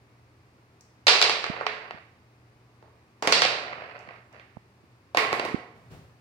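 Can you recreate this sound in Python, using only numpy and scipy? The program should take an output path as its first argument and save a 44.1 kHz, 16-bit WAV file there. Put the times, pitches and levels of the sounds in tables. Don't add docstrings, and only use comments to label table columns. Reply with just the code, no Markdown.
import sys
import numpy as np
from scipy import signal
from scipy.fft import rfft, irfft, next_fast_len
from scipy.io import wavfile

SR = 44100
rng = np.random.default_rng(int(sys.argv[2]) if len(sys.argv) > 2 else 0)


def pcm_store(signal):
    levels = np.round(np.clip(np.atleast_2d(signal), -1, 1) * 32767)
    wavfile.write(sys.argv[1], SR, levels.astype(np.int16).T)


N = 273640
TIME = np.arange(N) / SR
RING_SIZE = 32768
RING_HZ = np.maximum(np.arange(RING_SIZE // 2 + 1) * SR / RING_SIZE, 1)

# start_s, level_db, reach_hz, thud_db, echo_db
BOUNCE_HITS = [(1.0689, -21, 4030, -12, 4), (1.081, -20.5, 4300, -10, 5.5), (1.2156, -20, 4100, -9, -0.5),
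               (1.226, -20.5, 4400, -17, -3), (1.2619, -36, 3400, -14, -8), (1.296, -23, 3030, -6.5, -1),
               (1.4653, -33.5, 1900, -10, -4), (3.2248, -24, 1300, -4.5, 3.5), (3.274, -18, 2290, 4.5, -3),
               (3.282, -28, 1310, 8, -4), (3.3239, -20, 5000, -10.5, 1.5), (3.42, -19, 3380, -15, -0.5),
               (3.451, -24, 2780, -12.5, -2), (5.148, -26.5, 1310, -5.5, 1), (5.172, -17.5, 2160, -1.5, -1),
               (5.329, -21.5, 1470, 5, -2.5), (5.397, -24, 1750, 5.5, -5), (5.4507, -25.5, 1160, 6.5, -2)]
# start_s, level_db, reach_hz, echo_db
COLLISION_HITS = [(1.4416, -32.5, 4795, -4), (1.565, -36, 1000, -8), (1.6106, -29.5, 1100, 0),
                  (1.6664, -30.5, 4700, -3), (1.9089, -41.5, 3360, -8.5), (3.7312, -41.5, 2370, -4.5),
                  (3.9139, -50, 2200, -11), (4.089, -46.5, 1815, -2.5), (4.1414, -52.5, 1800, -6),
                  (4.3972, -54, 3003, -0.5)]
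# start_s, level_db, reach_hz, echo_db
PAT_HITS = [(2.826, -47.5, 907, 0.5)]
# freq_hz, gain_db
BOUNCE_EQ = [(2000, -0.5), (3200, 4), (4400, 5), (5600, 9), (8000, 12), (11000, 17), (15000, 14.5)]
# freq_hz, gain_db
COLLISION_EQ = [(230, -6), (700, 1.5), (2000, 8.5), (4400, -1.5), (6300, 0.5), (11000, 2)]
# freq_hz, gain_db
FLOOR_EQ = [(30, -6), (110, 15), (280, 30.5), (430, 39), (720, 38.5), (1000, 36.5), (1500, 33), (2400, 36),
            (3200, 32.5), (4600, 37.5), (6300, 25.5), (8500, 20), (11000, 8), (15000, 0.5)]
# pitch_hz, width_hz, gain_db
FLOOR_MODES = [(431, 8.9, 6), (722, 19, 5.5), (1112, 67, 4.5), (1247, 6.9, 4), (2596, 17, -4),
               (2650, 21, 0.5), (2720, 34, 5.5), (3120, 25, 1.5), (3660, 35, 3.5), (3960, 25, 5.5),
               (4080, 21, 0.5), (4287, 16, 5.5), (4600, 16, 3), (4680, 25, 6.5)]
# start_s, level_db
TUB_HITS = [(5.172, 16.5), (5.329, 7.5), (5.451, 2)]
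# pitch_hz, width_hz, gain_db
TUB_RING = [(414, 28, -4), (1082, 47, 7.5), (1970, 130, 2.5), (2194, 90, 2), (2680, 30, -34)]
# start_s, stop_s, level_db
ROLL_MOVES = [(1.07, 1.33, -34), (1.48, 1.98, -37.5), (3.25, 4.17, -30), (4.3, 4.36, -49),
              (5.16, 5.53, -33.5)]
# freq_hz, gain_db
ROLL_EQ = [(60, -29), (130, -11.5), (300, -12.5), (450, -2), (680, 3.5), (900, -3.5), (1500, -5.5),
           (2600, -7), (3300, -21.5), (4800, -22), (7000, -51), (15000, -66.5)]
# start_s, level_db
CLINK_HITS = [(0.809, -22.5), (3.2245, -5.5), (3.274, 4.5), (3.991, -28), (4.327, -33.5)]
# freq_hz, gain_db
GLASS_EQ = [(100, -63.5), (2500, -37.5), (4000, -10), (5500, 2.5), (8000, -5.5), (11000, -21), (15000, -17)]
# start_s, level_db, pitch_hz
MIC_BUMPS = [(1.4983, -18, 193), (1.944, -37.5, 175), (4.08, -40, 206.4), (4.569, -30, 178),
             (4.5695, -28, 650), (4.838, -46, 216.4), (5.5437, -9.5, 241)]
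# start_s, stop_s, level_db
SCOOT_MOVES = [(5.74, 5.89, -59), (5.895, 5.945, -46.5)]
# freq_hz, gain_db
SCOOT_EQ = [(40, -11), (130, 5.5), (250, -10), (600, -10), (1200, -16.5), (4500, -27.5), (12000, -38)]
# freq_hz, gain_db
FAN_EQ = [(25, -20), (42, -17.5), (56, -5.5), (68, -8), (78, 2), (95, 0), (150, -6.5), (380, -7.5),
          (530, -13), (1150, -13), (1400, -17.5), (2500, -19), (3200, -27), (4700, -26.5), (7500, -35),
          (16000, -43)]
# freq_hz, t60_s
REVERB_DECAY = [(150, 1), (500, 0.76), (2000, 0.7138), (4200, 0.5746), (8000, 0.5), (14000, .36)]
# freq_hz, gain_db
REVERB_EQ = [(150, 6), (600, -0.5), (2000, 5), (4200, 2.5), (8000, 0.5), (14000, -3)]
# freq_hz, correlation
STEREO_LIKENESS = [(100, .9), (300, 0.99), (640, 0.83), (1400, 0.02), (15000, 0.19)]
# freq_hz, left_minus_right_db
STEREO_BALANCE = [(100, -1), (380, 0.5), (700, -2), (1300, -8), (2400, -6.5), (4400, -3.5), (8000, 0.5),
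                  (15000, 5.5)]


def bounces(thud_below_hz=260, thud_gone_hz=500):
    colour = at_hz(BOUNCE_EQ, RING_HZ)
    bass = at_hz([(thud_below_hz, 1), (thud_gone_hz, 0)], RING_HZ)
    return strike_boards([(s, level_db + contact(reach_hz) + colour + thud_db * bass, echo_db)
                          for s, level_db, reach_hz, thud_db, echo_db in BOUNCE_HITS])


def collisions(room_db=-0.5):
    colour = at_hz(COLLISION_EQ, RING_HZ)
    return strike_boards([(s, level_db + contact(reach_hz) + colour, room_db + echo_db)
                          for s, level_db, reach_hz, echo_db in COLLISION_HITS])


def contact(reach_hz, slope=4.7, tick_db=-26.5):
    return 10 * np.log10(1 / (1 + (RING_HZ / reach_hz) ** slope) + from_db(tick_db) ** 2)


def strike_boards(blows, lead_s=0.0027, coincidence_hz=3800):
    out = np.zeros((2, N))
    arrival_s = lead_s * np.minimum(np.sqrt(coincidence_hz / RING_HZ), 1)
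    chirp = np.exp(-2j * np.pi * np.cumsum(arrival_s) * SR / RING_SIZE)
    modes_db = sum(db * np.abs(resonance(hz, width)) ** 2 for hz, width, db in FLOOR_MODES)
    boards = causal(at_hz(FLOOR_EQ, RING_HZ) + modes_db + pan_db(RING_HZ)) * chirp
    for (s, force_db, echo_db), tail in zip(blows, room_tails(len(blows))):
        hit = crack() + from_db(echo_db) * tail
        add(out, s - lead_s, irfft(hit * boards * causal(force_db)))
    return out


def crack(ring_s=0.0092, ring_db=4.5, right_lag_s=0.00027):
    t = np.arange(RING_SIZE) / SR
    scatter = rng.standard_normal((2, RING_SIZE)) * from_db(-40 * t / ring_s)
    scatter = rfft(scatter / np.linalg.norm(scatter, axis=1, keepdims=True))
    alike = np.clip(at_hz(STEREO_LIKENESS, RING_HZ), 0, 1)
    scatter[1] = alike * scatter[0] + np.sqrt(1 - alike ** 2) * scatter[1]
    pulse = (1 + from_db(ring_db) * scatter) / np.hypot(1, from_db(ring_db))
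    return pulse * np.exp(-2j * np.pi * RING_HZ * np.array([[0], [right_lag_s]]))


def tub(room_db=2.5):
    out = np.zeros((2, N))
    modes = sum(from_db(db) * resonance(hz, width) for hz, width, db in TUB_RING)
    body = modes * from_db(pan_db(RING_HZ))
    for (s, level_db), tail in zip(TUB_HITS, room_tails(len(TUB_HITS))):
        hit = crack() + from_db(room_db) * tail
        add(out, s, from_db(level_db) * irfft(hit * body))
    return out


def rolling(contacts_per_s=450, spread_db=3.5, room_db=-4.0):
    patter = np.zeros((2, N))
    colour = causal(at_hz(ROLL_EQ, RING_HZ) + pan_db(RING_HZ))
    tails = room_tails(count=5)
    for tail in tails:
        touches = rng.random(N) < contacts_per_s / len(tails) / SR
        sizes = from_db(spread_db * np.minimum(rng.exponential(1, N), 4))
        grains = touches * sizes * rng.choice([-1, 1], N)
        response = irfft((crack() + from_db(room_db) * tail) * colour)
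        patter += signal.fftconvolve(grains[None], response, axes=1)[:, :N]
    envelope = motion(ROLL_MOVES, rise_s=0.054, release_db_per_s=151, slowing_db_per_s=21.5)
    return rms_one(patter) * envelope


def clinks(room_db=-1.0):
    out = np.zeros((2, N))
    for (s, level_db), tail in zip(CLINK_HITS, room_tails(len(CLINK_HITS))):
        hit = crack() + from_db(room_db) * tail
        add(out, s, irfft(hit * causal(level_db + at_hz(GLASS_EQ, RING_HZ))))
    return out


def bumps(rise_cycles=0.22, left_db=-28):
    out = np.zeros((2, N))
    t = np.arange(RING_SIZE) / SR
    for s, level_db, hz in MIC_BUMPS:
        age = t * hz / rise_cycles
        swing = -np.sin(2 * np.pi * hz * t) * age ** 2 * np.exp(-age)
        add(out, s, from_db([[level_db + left_db], [level_db]]) * swing / np.abs(swing).max())
    return out


def pats():
    return strike_boards([(s, level_db + contact(reach_hz), echo_db)
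                          for s, level_db, reach_hz, echo_db in PAT_HITS])


def scoot():
    return motion(SCOOT_MOVES, rise_s=0.023, release_db_per_s=86) * diffuse(SCOOT_EQ)


def fan(air_db=-60, hum_db=-62.5, motor_hz=119.6, waver=0.3):
    below_5_hz = signal.butter(2, 5, fs=SR, output="sos")
    swell, drift = rms_one(signal.sosfilt(below_5_hz, rng.standard_normal((2, N))))
    hum = (1 + waver * swell) * np.sin(2 * np.pi * motor_hz * TIME + waver * drift)
    return from_db(air_db) * diffuse(FAN_EQ) + from_db(hum_db) * rms_one(hum)


def room_tails(count, build_s=0.0019):
    white = rfft(diffuse([(20, 0), (20000, 0)]))
    hz = np.arange(white.shape[1]) * SR / N
    edges_hz = np.array([20, 250, 500, 1000, 2000, 3200, 4800, 6400, 8500, 11000, 18000])
    t = np.arange(RING_SIZE) / SR
    attack = 1 - np.exp(-(t / build_s) ** 2)
    starts = rng.integers(0, N - RING_SIZE, count)
    tails = np.zeros((count, 2, RING_SIZE))
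    for low, high in zip(edges_hz, edges_hz[1:]):
        band = irfft(white * ((hz >= low) & (hz < high)), N)
        t60_s = at_hz(REVERB_DECAY, np.sqrt(low * high))
        fade = attack * from_db(-60 * t / t60_s)
        fade /= np.linalg.norm(fade)
        for tail, start in zip(tails, starts):
            tail += band[:, start:start + RING_SIZE] * fade
    return rfft(tails) * from_db(at_hz(REVERB_EQ, RING_HZ))


def diffuse(eq, right_lag_s=0.00021):
    size = next_fast_len(N)
    hz = np.arange(size // 2 + 1) * SR / size
    mid, side = rfft(rng.standard_normal((2, size)))
    alike = np.clip(at_hz(STEREO_LIKENESS, hz), -1, 1)
    pair = np.sqrt(1 + alike) * mid + np.sqrt(1 - alike) * side * [[1], [-1]]
    pair[1] *= np.exp(-2j * np.pi * hz * right_lag_s)
    return rms_one(irfft(pair * from_db(at_hz(eq, hz)), size)[:, :N])


def motion(moves, rise_s, release_db_per_s, slowing_db_per_s=0):
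    power = 0
    for start_s, stop_s, level_db in moves:
        age_s = np.maximum(TIME - start_s, 0)
        stopped_s = np.maximum(TIME - stop_s, 0)
        attack = np.minimum(age_s / rise_s, 1)
        fade = from_db(level_db - slowing_db_per_s * age_s - release_db_per_s * stopped_s)
        power += (attack * fade) ** 2
    return np.sqrt(power)


def resonance(hz, width_hz):
    return 1 / (1 + 1j * (RING_HZ / hz - hz / RING_HZ) * hz / width_hz)


def causal(level_db):
    cepstrum = irfft(level_db * np.log(10) / 20)
    cepstrum[..., 1:RING_SIZE // 2] *= 2
    cepstrum[..., RING_SIZE // 2 + 1:] = 0
    return np.exp(rfft(cepstrum))


def pan_db(hz):
    return at_hz(STEREO_BALANCE, hz) * np.array([[0.5], [-0.5]])


def add(out, start_s, sound):
    start = int(start_s * SR)
    faded = sound * np.clip(np.linspace(4, -0.1, sound.shape[1]), 0, 1)
    out[:, start:start + sound.shape[1]] += faded[:, :N - start]


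def at_hz(points, hz):
    known_hz, values = np.transpose(points)
    return np.interp(np.log(np.maximum(hz, 1)), np.log(known_hz), values)


def from_db(db):
    return 10 ** (np.asarray(db) / 20)


def rms_one(x):
    return x / np.sqrt(np.mean(x ** 2) + 1e-20)


def scene():
    return bounces() + collisions() + tub() + rolling() + clinks() + pats() + bumps() + scoot() + fan()


def record(dry, low_cut_hz=45, high_cut_hz=16000):
    lean = signal.sosfilt(signal.butter(2, low_cut_hz, "high", fs=SR, output="sos"), dry)
    rounded = lean / (1 + lean ** 4) ** (1 / 4)
    return signal.sosfilt(signal.cheby1(16, 0.2, high_cut_hz, fs=SR, output="sos"), rounded)


dry = scene()
out = record(dry)
pcm_store(out)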